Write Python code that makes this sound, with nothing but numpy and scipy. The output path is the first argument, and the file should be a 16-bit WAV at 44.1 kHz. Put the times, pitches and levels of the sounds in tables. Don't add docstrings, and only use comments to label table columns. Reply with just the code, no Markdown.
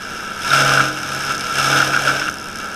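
import sys
import numpy as np
from scipy import signal
from scipy.io import wavfile
from scipy.ndimage import uniform_filter1d

SR = 44100
rng = np.random.default_rng(int(sys.argv[2]) if len(sys.argv) > 2 else 0)


def master_out(mix):
    frames = np.transpose(np.atleast_2d(mix))
    ceiling = np.clip(frames, -1, 1)
    pcm = np.round(ceiling * 32767).astype(np.int16)
    wavfile.write(sys.argv[1], SR, pcm)


def gain_from_decibels(decibels):
    exponent = np.asarray(decibels, float) / 20
    return 10 ** exponent


N = 121275
T = np.arange(N) / SR

# (time [s], speed [turns/s])
ROTOR_SPEED = [(0, 35.1), (.45, 35.08), (.65, 34.45), (.8, 33.9), (1, 33.95), (1.25, 34.45), (1.7, 34.4),
               (1.9, 34.2), (2.2, 34.3), (2.4, 34.65), (2.75, 34.9)]
# (time [s], load [dB])
WOOD_LOAD = [(0, -33.5), (.38, -32), (.46, -22.5), (.55, -12), (.8, -16.5), (.93, -26.5), (1.05, -25.5),
             (1.25, -22), (1.31, -19), (1.37, -28), (1.5, -22.5), (1.59, -15.5), (1.78, -14), (1.92, -20),
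             (2.01, -21.5), (2.09, -16), (2.25, -26), (2.36, -38)]
# (time [s], depth [dB])
CUT_DEPTH = [(.44, -55), (.53, -29), (.62, -26), (.81, -26), (.95, -41), (1.03, -43), (1.17, -37),
             (1.22, -46), (1.3, -35), (1.34, -46), (1.5, -46), (1.6, -33), (1.74, -26), (1.86, -33),
             (2.02, -36), (2.09, -31), (2.18, -38), (2.32, -55)]
# (time [s], level [dB])
STEM_THICKNESS = [(0, -9), (.5, -11), (.9, -15), (1.5, -25), (1.8, 5.5), (2, 3.5), (2.15, 8), (2.3, -10)]
# (time [s], tick level [dB], leafy smear level [dB])
GRAZING_STUBS = [(0, -48, -46), (.36, -46, -46), (.42, -38, -36), (.5, -36, -36), (.7, -36, -36),
                 (.9, -42, -42), (1.05, -36, -40), (1.2, -33, -40), (1.35, -36, -42), (1.48, -38, -42),
                 (1.58, -36, -34), (1.75, -36, -34), (2, -38, -40), (2.25, -40, -44), (2.32, -30, -42),
                 (2.42, -34, -54), (2.5, -33, -56), (2.75, -34, -58)]
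# (time [s], level [dB])
STUB_STRIKES = [(1.3444, -31), (1.3487, -14), (1.379, -16), (1.4082, -12), (1.4436, -18), (2.4558, -30.5)]
# (time [s], level [dB], length [s])
THICK_KNOCKS = [(0.5142, -5.5, 0.0066), (0.531, -11.5, 0.0064), (0.58, -15, 0.005), (0.637, -15, 0.0059),
                (0.6609, -6, 0.0038), (0.6922, -3.5, 0.0046), (0.7183, -0.5, 0.0042), (0.746, -17, 0.0059),
                (0.7737, -2, 0.0068), (0.8034, 1.5, 0.0053), (1.3049, -8, 0.005), (1.594, -7, 0.0081),
                (1.727, -3.5, 0.0092), (1.7886, -8, 0.0046), (1.801, -2, 0.0072), (1.8256, -1.5, 0.005),
                (1.936, -4.5, 0.0046), (1.9417, -4.5, 0.01), (1.9634, -3, 0.0033), (1.9726, -3, 0.0047),
                (2.0737, -3.5, 0.0057), (2.0886, -6.5, 0.0063), (2.1, -4, 0.0047), (2.113, -9, 0.0057),
                (2.2154, -3.5, 0.005), (2.2811, -7.5, 0.0043), (2.2878, -10, 0.0037)]
# (time [s], level [dB], frequency [Hz])
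TWIG_SNAPS = [(.418, -24, 3380), (.433, -21, 3540), (.447, -24, 2520), (.505, -10.5, 3700),
              (1.707, -14, 3580), (2.278, -20, 2800)]
# (multiple of speed [1], idle level [dB], level at full depth [dB])
ROTOR_ORDERS = [(2.03, -56.5, -63), (3.99, -54, -25.5), (6.084, -47, -43), (7.94, -62.5, -34.5),
                (9.08, -56.5, -43), (10.195, -54.5, -49), (12, -52, -50), (14.08, -54, -38.5),
                (15, -74, -35), (15.9, -90, -43.5), (18.1, -56.5, -34), (19.81, -96, -36),
                (22.08, -54.5, -41), (30, -58.5, -35), (12.95, -66, -46.5), (18.68, -55, -39),
                (23.85, -58, -34), (27.75, -50, -59), (35.6, -63.5, -36)]
# (frequency [Hz], level [dB])
EXHAUST_TONES = [(91.5, -48), (183, -48.5), (266, -54.5)]
# (frequency [Hz], width [Hz], level at full depth [dB])
HOPPER_MODES = [(306, 3.7, -40.5), (631, 12, -36), (1416, 25, -31.5), (1483, 10.8, -23.5)]
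# (time [s], level [dB], frequency [Hz], 60 dB decay time [s])
BRIEF_TONES = [(.44, -28, 975, .25), (0.621, -42, 307, 1.5), (.78, -33, 306, 1.9), (1.699, -30, 308, 1.8),
               (2.08, -29, 304, 1), (2.21, -33, 305, 0.54)]
KNIFE_BITE = [-4.5, 0.8, -1, 6.3]
# (frequency [Hz], level [dB])
IDLE_COLOUR = [(20, 12), (50, 0.5), (200, 11.5), (700, 7), (1500, 3.5), (4000, 0), (8000, 1), (15000, -8)]
CHOP_COLOUR = [(20, -39), (80, -6), (250, 0.5), (700, 6), (1500, 5), (4000, 5.5), (8000, 7), (15000, -4.5)]
TICK_COLOUR = [(500, 0), (2500, -21), (5000, 3), (9000, 6.5), (15000, -2.5)]
STRIKE_COLOUR = [(500, -26), (2500, -14), (5000, 7.5), (9000, 4.5), (15000, -14)]
KNOCK_COLOUR = [(200, -22), (600, -1), (1400, 3), (2600, 5), (6000, -22), (15000, -38)]
STEM_COLOUR = [(250, -32), (450, -7), (650, 1.5), (850, -7), (1100, -21.5)]
# (frequency [Hz], level [dB])
HOUSING_TILT = [(20, -0.5), (900, 0), (1100, -4.5), (1950, -3.5), (3300, 2), (4500, -9), (8000, -14),
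                (15000, -15.5)]
# (frequency [Hz], width [Hz], level [dB])
HOUSING_MODES = [(1258, 77, 10), (1344, 74, 20.5), (1490, 250, 12.5), (1584, 180, 13), (1687, 55, 12.5),
                 (2306, 223, 6), (2740, 268, 6), (3210, 67, -1.5), (3700, 270, -1.5), (5205, 480, 3.5),
                 (5430, 640, 0.5), (6190, 800, -2), (8670, 2800, -13), (11270, 1900, -11)]

START_TURN = -.01
KNIVES = 4
IDLE_DB, IDLE_BEAT = -33, 0.21
FULL_DEPTH_DB, FULL_LOAD_DB = -26, -13.5
CHOP_DB, CHOP_BED, CHOP_S, CHOP_SPREAD_DB = -6.5, 0.59, 0.004, 2.5
SPLINTERS_PER_S, SPLINTER_DB = 1500, -26
TICK_DB, TICK_S, SMEAR_S, TICK_SPREAD_DB = 16.5, 0.001, 0.0042, 2.5
STRIKE_DB, KNOCK_DB, GROWL_DB = 4.5, -6.5, -11.5
CASE_HZ = 1394
CEILING, EDGE_HZ = 1.05, 14900


def evened(x):
    return x / np.sqrt(np.mean(x ** 2) + 1e-20)


def curve(points):
    return np.interp(T, *np.transpose(points))


def read(points, hz):
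    f, value = np.transpose(points)
    return np.interp(np.log(hz + 1), np.log(f + 1), value)


def colour(x, gain_db):
    log_gain = np.log(gain_from_decibels(gain_db(abs(np.fft.fftfreq(8192, 1 / SR)))))
    response = np.exp(np.conj(signal.hilbert(log_gain)))
    taps = np.fft.ifft(response).real[:4096]
    return signal.oaconvolve(x, taps)[:N]


def wander(seconds):
    size = max(int(seconds * SR), 2)
    smooth = uniform_filter1d(rng.standard_normal(N), size)
    return evened(uniform_filter1d(smooth, size))


def bursts(clicks, decay_s):
    t = np.arange(2000) / SR / decay_s
    return signal.oaconvolve(clicks, (1 - np.exp(-3 * t)) * np.exp(-t))[:N]


def clicks_at(events):
    out = np.zeros(N)
    for s, db in events:
        out[round(s * SR)] = gain_from_decibels(db)
    return out


def turns():
    return START_TURN + np.cumsum(curve(ROTOR_SPEED)) / SR


def knife_passes(spread_db):
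    step = np.floor(KNIVES * turns() + .34)
    size = gain_from_decibels(spread_db * rng.standard_normal(N))
    passing = np.diff(step, prepend=step[0]) > 0
    return size * passing, step.astype(int) % KNIVES


def depth():
    depth_db = np.interp(T, *np.transpose(CUT_DEPTH), left=-70, right=-70)
    return gain_from_decibels(depth_db - FULL_DEPTH_DB)


def idling():
    beat = 1 + IDLE_BEAT * np.cos(2 * np.pi * KNIVES * turns())
    gate = beat * gain_from_decibels(1.0 * wander(0.1))
    out = colour(rng.standard_normal(N) * gate, lambda hz: read(IDLE_COLOUR, hz) + IDLE_DB)
    for hz, db in EXHAUST_TONES:
        level = gain_from_decibels(db + 2.5 + 0.73 * wander(0.036))
        out += level * np.sin(2 * np.pi * hz * T + 0.21 * wander(0.094))
    return out


def hum():
    out, deep, angle = np.zeros(N), depth(), turns()
    for order, idle_db, full_db in ROTOR_ORDERS:
        cutting = gain_from_decibels(full_db + 3 + .25 * order ** .5 * wander(.06)) * deep
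        phase = 2 * np.pi * (order * angle + rng.random()) + 0.016 * order * wander(0.13)
        out += (gain_from_decibels(idle_db + 3) + cutting) * np.sin(phase)
    return out


def chopping():
    clicks, knife = knife_passes(CHOP_SPREAD_DB)
    bites = bursts(clicks * gain_from_decibels(KNIFE_BITE)[knife], CHOP_S)
    splinter_db = SPLINTER_DB + 2.3 * np.minimum(rng.exponential(1, N), 4)
    splinters = gain_from_decibels(splinter_db) * (rng.random(N) < SPLINTERS_PER_S / SR)
    gate = evened(CHOP_BED + bites + bursts(splinters, 0.0014))
    gate = gate * gain_from_decibels(curve(WOOD_LOAD) + CHOP_DB + 1.06 * wander(0.03))
    return colour(gate * rng.standard_normal(N), lambda hz: read(CHOP_COLOUR, hz))


def ticking():
    clicks, knife = knife_passes(TICK_SPREAD_DB)
    s, tick_db, smear_db = np.transpose(GRAZING_STUBS)
    odd = clicks * (knife % 2) * gain_from_decibels(TICK_DB)
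    ticks = bursts(odd * gain_from_decibels(np.interp(T, s, tick_db)), TICK_S)
    smears = bursts(odd * gain_from_decibels(np.interp(T, s, smear_db)), SMEAR_S)
    hard = bursts(clicks_at(STUB_STRIKES) * gain_from_decibels(STRIKE_DB), 0.0013)
    grazing = colour((ticks + smears) * rng.standard_normal(N), lambda hz: read(TICK_COLOUR, hz))
    return grazing + colour(hard * rng.standard_normal(N), lambda hz: read(STRIKE_COLOUR, hz))


def growl():
    clicks, _ = knife_passes(5.3)
    level_db = curve(WOOD_LOAD) - FULL_LOAD_DB + curve(STEM_THICKNESS) + GROWL_DB
    gate = evened(0.51 + bursts(clicks, .003)) * gain_from_decibels(level_db)
    return colour(gate * rng.standard_normal(N), lambda hz: read(STEM_COLOUR, hz))


def hopper():
    out = np.zeros(N)
    shaking = depth() * rng.standard_normal((len(HOPPER_MODES), N))
    for (hz, width_hz, db), force in zip(HOPPER_MODES, shaking):
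        turn, r = np.exp(2j * np.pi * hz * T), np.exp(-np.pi * width_hz / SR)
        mode = (turn * signal.lfilter([1], [1, -r], force / turn)).real
        out += gain_from_decibels(db) * np.sqrt(4 * (1 - r)) * mode
    return out


def knocking():
    gate = np.zeros(N)
    for s, db, length in THICK_KNOCKS:
        gate += bursts(clicks_at([(s, db)]) * gain_from_decibels(KNOCK_DB), length / 2)
    out = colour(gate * rng.standard_normal(N), lambda hz: read(KNOCK_COLOUR, hz))
    t = np.arange(800) / SR
    for s, db, hz in TWIG_SNAPS:
        rough = 1 + 0.44 * rng.standard_normal(800)
        out[round(s * SR):][:800] += gain_from_decibels(db - t / 0.00031) * np.sin(2 * np.pi * hz * t) * rough
    return out


def brief_tones():
    out = np.zeros(N)
    for s, db, hz, t60 in BRIEF_TONES:
        t = np.maximum(T - s, 0)
        envelope = gain_from_decibels(db + 2.5 - 60 * t / t60) * np.minimum(t / 0.013, 1)
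        out += envelope * np.sin(2 * np.pi * (hz * t + rng.random()))
    return out


def case_rings():
    out, t = np.zeros(N), np.arange(1500) / SR
    chances = rng.random((len(THICK_KNOCKS), 2))
    for (s, db, length), (detune, phase) in zip(THICK_KNOCKS, chances):
        u = 3.08 * t / length
        hz = CASE_HZ * (0.958 + 0.1 * detune)
        envelope = gain_from_decibels(db - 3.0) * u * np.exp(1 - u)
        out[round(s * SR):][:1500] += envelope * np.sin(2 * np.pi * (hz * t + phase))
    return out


def housing_db(hz):
    power = gain_from_decibels(2 * read(HOUSING_TILT, hz))
    for f, width_hz, db in HOUSING_MODES:
        power = power + gain_from_decibels(2 * db) / (1 + (2 * (hz - f) / width_hz) ** 2) ** 2
    return 10 * np.log10(power)


def scene():
    sources = idling() + hum() + chopping() + ticking() + growl() + knocking()
    return (colour(sources, housing_db) + hopper() + brief_tones() + case_rings())[None]


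def roll_off(x):
    return signal.sosfilt(signal.butter(12, 15700, fs=SR, output="sos"), x)


def record(dry):
    soft = CEILING * np.tanh(dry / CEILING)
    limited = signal.oaconvolve(soft, signal.firwin(91, EDGE_HZ, fs=SR)[None], "same")
    return roll_off(limited)


dry = scene()
out = record(dry)
master_out(out)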